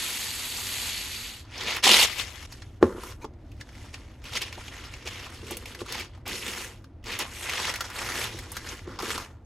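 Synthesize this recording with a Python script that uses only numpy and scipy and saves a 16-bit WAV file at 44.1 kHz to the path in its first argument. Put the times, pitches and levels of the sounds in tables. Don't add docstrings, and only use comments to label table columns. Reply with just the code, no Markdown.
import sys
import numpy as np
from scipy import signal
from scipy.fft import rfft, irfft, next_fast_len
from scipy.io import wavfile
from scipy.ndimage import uniform_filter1d

SR = 44100
rng = np.random.default_rng(int(sys.argv[2]) if len(sys.argv) > 2 else 0)


def to_linear_factor(level_db):
    exponent = np.asarray(level_db, float) / 20
    return 10 ** exponent


def wav_record(signal):
    frames = np.transpose(np.atleast_2d(signal))
    bounded = np.clip(frames, -1, 1)
    quanta = np.round(bounded * 32767).astype(np.int16)
    wavfile.write(sys.argv[1], SR, quanta)


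N = 416744

# (frequency [Hz], density [dB per Hz])
AIR_COLOUR = [(15, -29), (28, -3), (60, 3), (88, 4), (120, 0), (160, -16.5), (235, -10.5), (330, -11),
              (400, -20), (700, -22), (1100, -32), (2000, -38), (6300, -59), (12000, -63.5)]
# (time [s], level [dB])
AIR_SWELL = [(0, -52), (2.7, -49.5), (3.3, -47.5), (6.5, -49.5), (7.96, -50), (8.18, -45.5), (9.45, -51)]
# (frequency [Hz], level [dB])
SQUEAK_LINES = [(940, -51), (2350, -54), (4100, -61), (6300, -58)]
# (time [s], level [dB], hardness [dB])
KNOCKS = [(2.812, -33, -12), (2.8265, -4, -1), (2.8395, -13, -5), (2.866, -28, -2), (2.877, -27, -6),
          (2.926, -38, -2), (2.948, -33, -5), (2.981, -34, -6), (3.243, -30, -3), (3.25, -35, -12),
          (5.429, -37, -8), (5.516, -31, -2), (4.575, -40, 2), (5.816, -28, 0), (8.8758, -31, -3),
          (9.03, -28, 2), (9.08, -33, -3), (8.345, -36, -2)]
# (frequency [Hz], level [dB], decay time t60 [s])
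BOX_MODES = [(89, -13.5, 0.15), (150, -18, .07), (240, -7.5, 0.08), (362.4, 6.5, 0.046), (419, -1, 0.07),
             (520, -9, 0.06), (880, -10, 0.035), (1100, 0, .016), (1720, -3, 0.009), (2300, -13, .01),
             (2900, -17, 0.008), (3830, -20, 0.007)]
# (frequency [Hz], width [Hz], level [dB])
HOLLOW = [(247, 139, 2), (359.5, 96, -0.5), (426, 240, 4)]
# (full at [s], hold [s], level [dB], rise [s], fall for 20 dB [s])
THUMPS = [
    (1.64, .001, -43, .12, .3),
    (1.86, .02, -28, .025, .15),
    (1.98, .001, -37, .06, .04),
    (2.85, .025, -35, .02, .25),
    (5.06, .001, -46, .05, .18),
    (5.51, .001, -44, .17, .28),
    (5.84, .001, -44, .2, .03),
    (8.88, .001, -40, .03, .2),
    (9.04, .12, -42, .12, .1),
]
# (time [s], peak level [dB], ring [Hz], level above 6 kHz [dB])
TEAR_SNAPS = [(1.579, -22, 4280, -18), (1.608, -16.5, 3375, -25.5), (1.67, -16.5, 2270, -31),
              (1.764, -15, 2300, -11), (1.84, -1.5, 3480, -26.5), (2.191, -27, 4400, -13.5),
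              (2.523, -27, 4350, -14), (2.62, -30, 1700, -25), (2.8268, -21, 1150, -45),
              (1.866, -7, 800, -40), (1.893, -9, 760, -40), (1.915, -5, 3300, -16), (3.248, -22, 950, -45),
              (3.034, -23.5, 1110, -15), (3.243, -26, 930, -30), (3.517, -40, 2500, -14),
              (3.61, -25, 1710, -24), (3.689, -34, 1900, -21), (3.941, -22, 2300, -30)]
# (time [s], peak level [dB], ring [Hz], level above 6 kHz [dB])
LAY_SNAPS = [(4.254, -27, 2530, -22), (4.36, -19.5, 2580, -26), (4.417, -18, 2690, -9),
             (4.526, -23, 2200, -17.5), (4.68, -24.5, 2570, -22), (4.938, -25, 2400, -22),
             (5.073, -18.5, 2540, -27), (5.509, -19, 835, -9), (5.569, -18.5, 2600, -3),
             (5.657, -24, 2450, -14.5), (5.748, -23, 2000, -15), (4.58, -28, 700, -25),
             (5.997, -19, 2800, -12), (5.923, -16, 3960, -8), (5.945, -20, 2120, -16),
             (6.149, -41, 2000, -27.5), (6.176, -40, 810, -25), (6.268, -24, 900, -31),
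             (6.277, -20, 2800, -1), (6.394, -29, 4150, -14), (6.479, -17.5, 2920, -8),
             (6.842, -38, 1400, -18)]
# (time [s], peak level [dB], ring [Hz], level above 6 kHz [dB])
PRESS_SNAPS = [(7.058, -28, 2450, -23), (7.068, -26, 2340, -18), (7.189, -15, 1910, 0),
               (7.263, -26.5, 1060, -22), (7.495, -11.5, 2340, -17), (7.556, -17, 2530, -24),
               (7.739, -13.5, 1730, -16), (7.758, -15.5, 2120, -13), (7.807, -12, 1600, -15.5),
               (7.842, -22, 1500, -25), (7.9, -25.5, 1180, -15), (7.986, -19, 2500, -14),
               (8.066, -23, 1900, -16.5), (8.088, -16, 1410, -17), (8.119, -18.5, 1920, -18),
               (8.24, -15, 3000, -12), (8.388, -22, 1840, -9.5), (8.518, -21, 926, 0),
               (8.567, -16.5, 1600, -11.5), (8.689, -21, 5400, -26), (8.791, -29, 2000, -24),
               (8.989, -16, 1130, -26), (9.0, -19, 1060, -21), (9.022, -21, 1050, -19),
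               (9.104, -14, 1680, -15), (9.178, -15.5, 1140, -19)]
# (time [s], peak level [dB], ring [Hz], level above 6 kHz [dB])
TICKS = [(1.4511, -42, 1270, -18), (1.5179, -38, 2680, -23), (1.5354, -33, 1960, -21),
         (2.7427, -50, 1270, -20), (2.7626, -49, 1280, -17), (3.3358, -50, 1750, -28),
         (3.5658, -50, 1950, -14), (3.7284, -41, 2070, -14), (3.7509, -37, 2080, -18),
         (3.7773, -38, 1850, -18), (3.8906, -41, 2340, -26), (4.2178, -41, 1690, -22),
         (4.2403, -31, 2440, -14), (4.2926, -30, 1240, -16), (4.334, -22, 2970, -13),
         (4.7351, -35, 1650, -19), (4.7965, -33, 1450, -22), (4.8374, -34, 3040, -20),
         (4.8683, -32, 1450, -22), (5.024, -34, 2650, -22), (5.0654, -24, 2200, -19),
         (5.1307, -30, 2660, -20), (5.2609, -30, 1400, -27), (5.3228, -36, 1410, -16),
         (5.4181, -37, 2670, -15), (5.467, -31, 2630, -14), (5.7897, -31, 2790, -18),
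         (5.8052, -28, 1200, -20), (5.8606, -30, 1250, -18), (6.2971, -23, 1310, -15),
         (6.534, -22, 2390, -16), (6.7361, -43, 2580, -22), (6.773, -43, 2500, -22),
         (7.0279, -49, 2890, -18), (7.0399, -33, 2370, -14), (7.1187, -21, 2700, -13),
         (7.2174, -23, 1310, -14), (7.5338, -18, 1530, -18), (7.6789, -19, 1380, -17),
         (7.8504, -23, 1710, -23), (7.9618, -23, 3290, -13), (8.0177, -22, 1300, -13),
         (8.328, -32, 3130, -16), (8.6158, -29, 1820, -20), (8.6682, -25, 1550, -15),
         (8.768, -33, 2410, -14), (8.8717, -37, 1850, -23), (9.1556, -20, 1440, -18),
         (9.3087, -45, 1610, -22)]
# (time [s], level [dB])
PULL = [(0, -33.5), (.41, -37.5), (.896, -34.5), (1.286, -39.5), (1.394, -48.5), (1.43, -58), (1.5, -60),
        (1.52, -85)]
# (full at [s], hold [s], effort [dB], rise [s], fall for 20 dB [s])
TEAR_STROKES = [(1.56, .001, -43, .09, .07), (1.622, .04, -34.5, .1, .1), (1.695, .02, -28.5, .06, .07),
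                (1.76, .012, -31, .05, .04), (1.87, .05, -22, .03, .05), (1.841, .204, -18.5, .018, .03),
                (2.07, .001, -32.5, .02, .22), (2.198, .001, -31.5, .08, .1), (2.268, .19, -48, .05, .03),
                (2.53, .001, -53, .1, .25), (2.825, .05, -53, .02, .3), (3.04, .07, -47.5, .11, .065),
                (3.222, .012, -55, .03, .02), (3.595, .001, -65, .35, .05), (3.611, .001, -47, .017, .017),
                (3.861, .001, -52, .35, .13), (3.943, .001, -47, .03, .03), (3.957, .001, -56, .02, .45)]
# (full at [s], hold [s], effort [dB], rise [s], fall for 20 dB [s])
LAY_STROKES = [(4.27, .001, -41, .055, .055), (4.33, .02, -37, .05, .06), (4.365, .005, -27.5, .03, .035),
               (4.42, .001, -28, .02, .035), (4.46, .02, -45, .05, .1), (4.545, .001, -47, .05, .08),
               (4.6, .06, -46, .06, .2), (4.72, .05, -49, .08, .2), (4.82, .05, -47, .08, .07),
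               (4.93, .01, -49, .05, .06), (4.96, .07, -53, .05, .1), (5.08, .001, -41, .06, .4),
               (5.19, .07, -49, .08, .06), (5.345, .03, -48, .04, .1), (5.47, .02, -46, .07, .08),
               (5.6, .02, -50, .04, .1), (5.68, .03, -45, .05, .1), (5.8, .01, -46, .06, .08),
               (5.89, .01, -44, .05, .1), (5.515, .015, -40, .02, .04), (5.945, .065, -38, .12, .07),
               (6.15, .001, -61, .1, .1), (6.264, .03, -41, .013, .05), (6.326, .001, -31.5, .07, .1),
               (6.38, .26, -41.5, .08, .12), (6.488, .001, -40, .1, .18)]
# (full at [s], hold [s], effort [dB], rise [s], fall for 20 dB [s])
PRESS_STROKES = [(7.08, .001, -38, .04, .2), (7.124, .001, -35, .06, .13), (7.193, .025, -31, .008, .045),
                 (7.6, .1, -32.5, .42, .055), (7.74, .13, -44.5, .03, .15), (7.98, .05, -37.5, .1, .3),
                 (8.16, .085, -34, .2, .07), (8.3, .1, -46, .05, .25), (8.566, .001, -41.5, .09, .085),
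                 (8.708, .001, -40, .14, .115), (8.8, .05, -58, .02, .05), (8.885, .08, -51, .015, .05),
                 (9.0, .05, -42, .012, .1), (9.114, .001, -34, .13, .13), (9.2, .03, -47, .05, .065)]
# (from [s], crispness above 7 kHz [dB], flap near 1 kHz [dB], drumming [dB])
GRIPS = [(0, -4, -9.5, -60), (.9, -7.5, -12, -60), (1.44, -17, -5, -60), (1.82, -11.5, -4, -63),
         (2.07, -11, -7.5, -58), (2.47, -8.5, -8, -55), (2.8, -7, 5, -52), (3.0, -7.5, -2, -50),
         (3.27, -11, -7.5, -58), (4.21, -15, -6.5, -57), (4.46, -13, -5.5, -54), (5.3, -10, -5, -53),
         (5.87, -14, -4, -52), (6.25, -13, -3, -48), (6.36, -6.5, -6, -50), (6.9, -14, -4, -50),
         (7.26, -6, -6, -56), (7.45, -12, -3, -54), (7.9, -9, -2.5, -52), (8.28, -10, -4.5, -50.5),
         (8.86, -15, 1, -50), (9.02, -9, -1, -55)]
# (frequency [Hz], density [dB per Hz])
ROLL_COLOUR = [(500, -6), (1300, -3.5), (1900, -4.5), (3100, -5.5), (4700, -4.5), (5100, -13.5),
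               (6400, -16), (7700, -21.5), (8300, -25.5), (10000, -29.5), (11900, -23), (12100, -32.5),
               (16000, -63)]
# (frequency [Hz], density [dB per Hz])
RIP_COLOUR = [(500, -2), (900, 0), (1500, -3), (2500, 0), (4000, -1), (5000, -5), (8000, -9.5),
              (11900, -17), (12100, -14), (16000, -34.5)]
# (frequency [Hz], density [dB per Hz])
SHEET_COLOUR = [(500, -3.5), (1200, -1.5), (2300, -7.5), (3300, -9.5), (4800, -13.5), (6200, -13),
                (9500, -21.5), (11900, -22), (12100, -22.5), (16000, -32.5)]
# (time [s], frequency [Hz])
BELLY = [(1.44, 2300), (1.82, 3000), (2.07, 2600), (2.8, 1080), (3.27, 1500), (3.8, 2200), (4.21, 2550),
         (4.5, 1900), (5.0, 2300), (5.7, 1400), (5.88, 2500), (6.25, 2500), (7.0, 2250), (7.5, 1900),
         (7.95, 1900), (8.28, 2600), (8.43, 1800), (8.97, 1300), (9.07, 1600), (9.15, 1200), (9.23, 2000)]
# (frequency [Hz], level [dB])
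SIDE_COLOUR = [(40, -38), (130, -38), (230, -23), (420, -21), (700, -12), (1150, -17), (1400, -27),
               (2000, -26), (2500, -9), (4500, -7), (6200, -4), (6350, -34), (7900, -30), (8050, -7),
               (11950, -5), (12100, -19)]
# (time [s], share [ratio])
SWING = [(2.03, 0), (2.07, .35), (2.4, .35), (2.47, 0)]
# (frequency [Hz], level under crispness [dB], spans (from [s],
# to [s]))
WHISTLES = [
    (11887, -14, [(1.92, 2.11), (4.96, 5.13)]),
    (12575, -9, [(0, 1.44), (2.83, 3.26), (3.61, 3.88), (6.33, 6.43), (6.55, 7.1), (7.26, 7.47), (7.61, 7.66), (7.74, 7.79), (7.99, 8.21), (8.6, 8.95), (9.16, 9.32)]),
    (15332, -15, [(.06, .24), (.34, .71), (2.83, 2.9), (3.07, 3.27), (3.52, 3.61), (4.4, 4.47), (6.41, 6.72), (6.77, 6.89), (7.74, 7.78), (8.18, 8.22), (8.27, 8.32), (8.74, 8.8), (9.19, 9.25)]),
]

TOP_HZ, END_HZ = 13100, 15850
ROLL_END_S = 1.47


def evened(x):
    return x / np.sqrt(np.mean(x ** 2) + 1e-20)


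def read(points, hz):
    f, value = np.transpose(points)
    return np.interp(np.log(hz + 1), np.log(f + 1), value)


def curve(points, t):
    return np.interp(t, *np.transpose(points))


def add(mix, s, sound):
    part = mix[round(s * SR):][:len(sound)]
    part += sound[:len(part)]


def band(x, lo_hz, hi_hz):
    sos = signal.butter(3, [lo_hz, hi_hz], "bandpass", fs=SR, output="sos")
    return evened(signal.sosfilt(sos, x))


def colour(x, points):
    size = next_fast_len(N)
    gain = to_linear_factor(read(points, np.fft.rfftfreq(size, 1 / SR)))
    return irfft(rfft(x, size) * gain, size)[:N]


def drift(per_s):
    sos = signal.butter(1, per_s, fs=SR, output="sos")
    return evened(signal.sosfilt(sos, rng.standard_normal(N)))


def patches(shape, bins, frames):
    field = rng.standard_normal(shape[::-1]).T
    return evened(uniform_filter1d(uniform_filter1d(field, bins, 0), frames, 1))


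def ventilation():
    rumble = evened(colour(rng.standard_normal(N), AIR_COLOUR))
    return to_linear_factor(curve(AIR_SWELL, np.arange(N) / SR) + 3.5) * rumble


def scatter(x, t60):
    t = np.arange(6000) / SR
    taps = rng.standard_normal(len(t)) * to_linear_factor(-60 * t / t60)
    return signal.oaconvolve(x, taps / np.linalg.norm(taps))[:N]


def squeak():
    start_s, length_s = 3.214, .028
    out, size = np.zeros(N), round(length_s * SR)
    settle = 600
    noise = rng.standard_normal(size + settle)
    lines = sum(to_linear_factor(db) * band(noise, hz / 1.06, hz * 1.06)[settle:] for hz, db in SQUEAK_LINES)
    add(out, start_s, lines * signal.windows.tukey(size, .4))
    return out


def knocks():
    out, t = np.zeros(N), np.arange(8000) / SR
    for s, db, hard_db in KNOCKS:
        for hz, mode_db, t60 in BOX_MODES:
            rise = (1 - np.exp(-t * hz / 0.5)) ** 2
            tilt_db = hard_db * np.log2(hz / 360) / 2
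            decay = to_linear_factor(db + mode_db + tilt_db - 60 * t / t60)
            add(out, s, decay * rise * np.sin(2 * np.pi * hz * t))
    return out


def snaps():
    rows = TEAR_SNAPS + LAY_SNAPS + PRESS_SNAPS + TICKS
    out, t = np.zeros(N), np.arange(1800) / SR
    tail = to_linear_factor(-60 * t / .028) + .1 * to_linear_factor(-60 * t / .1)
    fall = (1 - np.exp(-t / .0015)) * tail
    noises = rng.standard_normal((len(rows), len(t)))
    bursts = band(noises, 600, 6500)
    cracks = band(noises, 6000, 15500)
    for (s, db, hz, crack_db), noise, burst, crack in zip(rows, noises, bursts, cracks):
        ring = band(noise, hz / 1.3, hz * 1.3)
        width = min(hz / 1300, 1) ** 4
        snap = fall * (0.46 * ring + 0.55 * width * burst + to_linear_factor(crack_db + 3.5) * crack)
        add(out, s - .0005, to_linear_factor(db - 5.5) * snap / abs(snap).max())
    return out


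def strokes(rows, t):
    s, hold, db, rise, fall = np.transpose(rows)[:, :, None]
    swell = np.clip(1 + (t - s) / rise, 0, 1) ** 1.5
    fall_db = 20 * (np.maximum(t - s - hold, 0) / fall) ** 1.1
    return ((swell * to_linear_factor(db - fall_db)) ** 2).sum(0)


def hands(at):
    still_db, middling_db = -80, -45
    follow = [.05, -.25, .7]  # crispness, flap, drumming [dB per dB of effort]
    t = np.arange(0, N / SR + .01, .002)
    pull = to_linear_factor(curve(PULL, t)) ** 2 * (t < PULL[-1][0])
    power = pull + strokes(TEAR_STROKES + LAY_STROKES + PRESS_STROKES, t) + to_linear_factor(still_db) ** 2
    effort_db = 10 * np.log10(power)
    s, *grip = np.transpose(GRIPS)
    grip = np.array(grip)[:, np.searchsorted(s, t, "right") - 1]
    grip = uniform_filter1d(grip, size=10)
    crisp_db, flap_db, drum_db = grip + np.outer(follow, effort_db - middling_db)
    drum_db = 10 * np.log10(to_linear_factor(drum_db) ** 2 + strokes(THUMPS, t))
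    return [np.interp(at, t, db) for db in (effort_db, crisp_db, flap_db, drum_db)]


def fibres(per_s, spread_db, t60, clump_db, clumps_per_s, hiss):
    sizes = to_linear_factor(spread_db * np.minimum(rng.exponential(1, N), 3.5))
    slips = (rng.random(N) < per_s / SR) * sizes
    t = np.arange(600) / SR
    power = signal.oaconvolve(slips ** 2, to_linear_factor(-120 * t / t60))[:N]
    burst = np.sqrt(np.abs(power))
    swell = to_linear_factor(clump_db * drift(clumps_per_s))
    return evened((hiss + evened(burst)) * swell * rng.standard_normal(N))


def sheet_gain(hz, t):
    held = t > ROLL_END_S
    effort_db, crisp_db, flap_db = hands(t)[:3]
    colour_db = np.where(held, read(SHEET_COLOUR, hz)[:, None], read(ROLL_COLOUR, hz)[:, None])
    colour_db[:, (t > 1.82) & (t < 2.07)] = read(RIP_COLOUR, hz)[:, None]

    def share_db(lo_hz, hi_hz):
        power = to_linear_factor(colour_db[(hz > lo_hz) & (hz < hi_hz)]) ** 2
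        return 10 * np.log10(power.sum(0) / len(hz))

    middle_db = share_db(1800, 6500)
    high = read([(5000, 0), (8000, 1)], hz)[:, None]
    low = read([(1400, 1), (2200, 0)], hz)[:, None]
    tilt_db = high * (crisp_db + middle_db - share_db(7500, 12000))
    tilt_db = tilt_db + low * (flap_db + middle_db - share_db(700, 1600))
    shape = (len(hz), len(t))
    blobs_db = np.where(held, 2.0, 1.3) * patches(shape, bins=6, frames=6)
    drifts_db = np.where(held, 1.1, .7) * patches(shape, bins=12, frames=40)
    s, belly_hz = np.transpose(BELLY)
    belly_hz = belly_hz[np.maximum(np.searchsorted(s, t) - 1, 0)]
    octaves = np.log2((hz[:, None] + 1) / belly_hz)
    belly_db = held * 2.0 * (np.exp(-(octaves / .4) ** 2) - .3)
    return belly_db + colour_db - middle_db + effort_db + tilt_db + blobs_db + drifts_db - 0.74


def paper():
    drag = fibres(per_s=2500, spread_db=3.6, t60=.004, clump_db=.9, clumps_per_s=40, hiss=2.0)
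    rustle = fibres(per_s=900, spread_db=3.1, t60=.012, clump_db=1.1, clumps_per_s=25, hiss=1.3)
    push = np.where(np.arange(N) < ROLL_END_S * SR, drag, rustle)
    hz, t, z = signal.stft(push, SR, nperseg=256, noverlap=192)
    z = z * to_linear_factor(sheet_gain(hz, t)) * (hz > 480)[:, None]
    sheet = signal.istft(z, SR, nperseg=256, noverlap=192)[1][:N]
    drum = sum(to_linear_factor(db) * band(push, hz - width / 2, hz + width / 2) for hz, width, db in HOLLOW)
    drum = evened(drum + 0.98 * band(push, 120, 650))
    t = np.arange(N) / SR
    roll = to_linear_factor(curve(PULL, t) - 21) * band(drag, 190, 400)
    return sheet + roll + to_linear_factor(hands(t)[3] - 1.6) * drum


def scene():
    sheet = paper() + snaps() + squeak()
    blows = knocks()
    around = sheet + to_linear_factor(-14) * scatter(sheet + blows, .16) + ventilation()
    z = signal.stft(around, SR, nperseg=256)[2]
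    power = uniform_filter1d(abs(z) ** 2, size=3, axis=0)
    power = uniform_filter1d(power, size=6, axis=1, origin=2)
    level = np.sqrt(abs(power))
    other = signal.stft(rng.standard_normal(N), SR, nperseg=256)[2]
    other = level * other / np.sqrt(np.mean(abs(other) ** 2))
    other = signal.istft(other, SR, nperseg=256)[1]
    side = colour(other[:N], SIDE_COLOUR) + curve(SWING, np.arange(N) / SR) * sheet
    return np.array([around + blows + side, around + blows - side])


def patchy_top_bands(dry):
    hz, t, z = signal.stft(dry, SR, nperseg=1024, noverlap=768)
    bright = (hz > 8000) & (hz < TOP_HZ)
    bright_db = 10 * np.log10((abs(z[0][bright]) ** 2).mean(0) + 1e-16)
    snap = bright_db - uniform_filter1d(bright_db, size=25) > 4.8
    under, lower, upper = patches((3, len(t)), bins=1, frames=8)
    effort_db = hands(t)[0]
    toned = np.any([(t > start) & (t < end) for start, end in WHISTLES[1][2]], axis=0)
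    faint = (bright_db + 4.0 * under < -83) & (effort_db > -64) | toned & (under < 1.0)
    stray = np.where((hz > 14400)[:, None], upper > 1.2, lower > 1.7)
    stray = stray & (t > 1) | (effort_db < -64)
    top = (hz > TOP_HZ)[:, None]
    under_top = ((hz > 12050) & (hz <= TOP_HZ))[:, None]
    lost = top & ~(snap | stray) | under_top & faint & ~snap | (hz > END_HZ)[:, None]
    z[:, lost] = 0
    z[:, hz > TOP_HZ] *= to_linear_factor(-6.0)
    return signal.istft(z, SR, nperseg=1024, noverlap=768)[1][:, :N]


def roll_off(x):
    return signal.sosfilt(signal.butter(12, 17080, fs=SR, output="sos"), x)


def record(dry):
    out = patchy_top_bands(dry)
    t = np.arange(N) / SR
    change_s, fade_s = 2.468, .008
    out = out * np.clip(abs(t - change_s) / fade_s, .1, 1)
    effort_db, crisp_db = hands(t)[:2]
    level_db = uniform_filter1d(effort_db + crisp_db, size=1000)
    for hz, db, spans in WHISTLES:
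        for start, end in spans:
            on = slice(round(start * SR), round(end * SR))
            tone = np.sin(2 * np.pi * hz * t[on]) * signal.windows.tukey(len(t[on]), .2)
            out[:, on] += to_linear_factor(level_db[on] + db + 2.5) * tone
    return roll_off(out)


dry = scene()
out = record(dry)
wav_record(out)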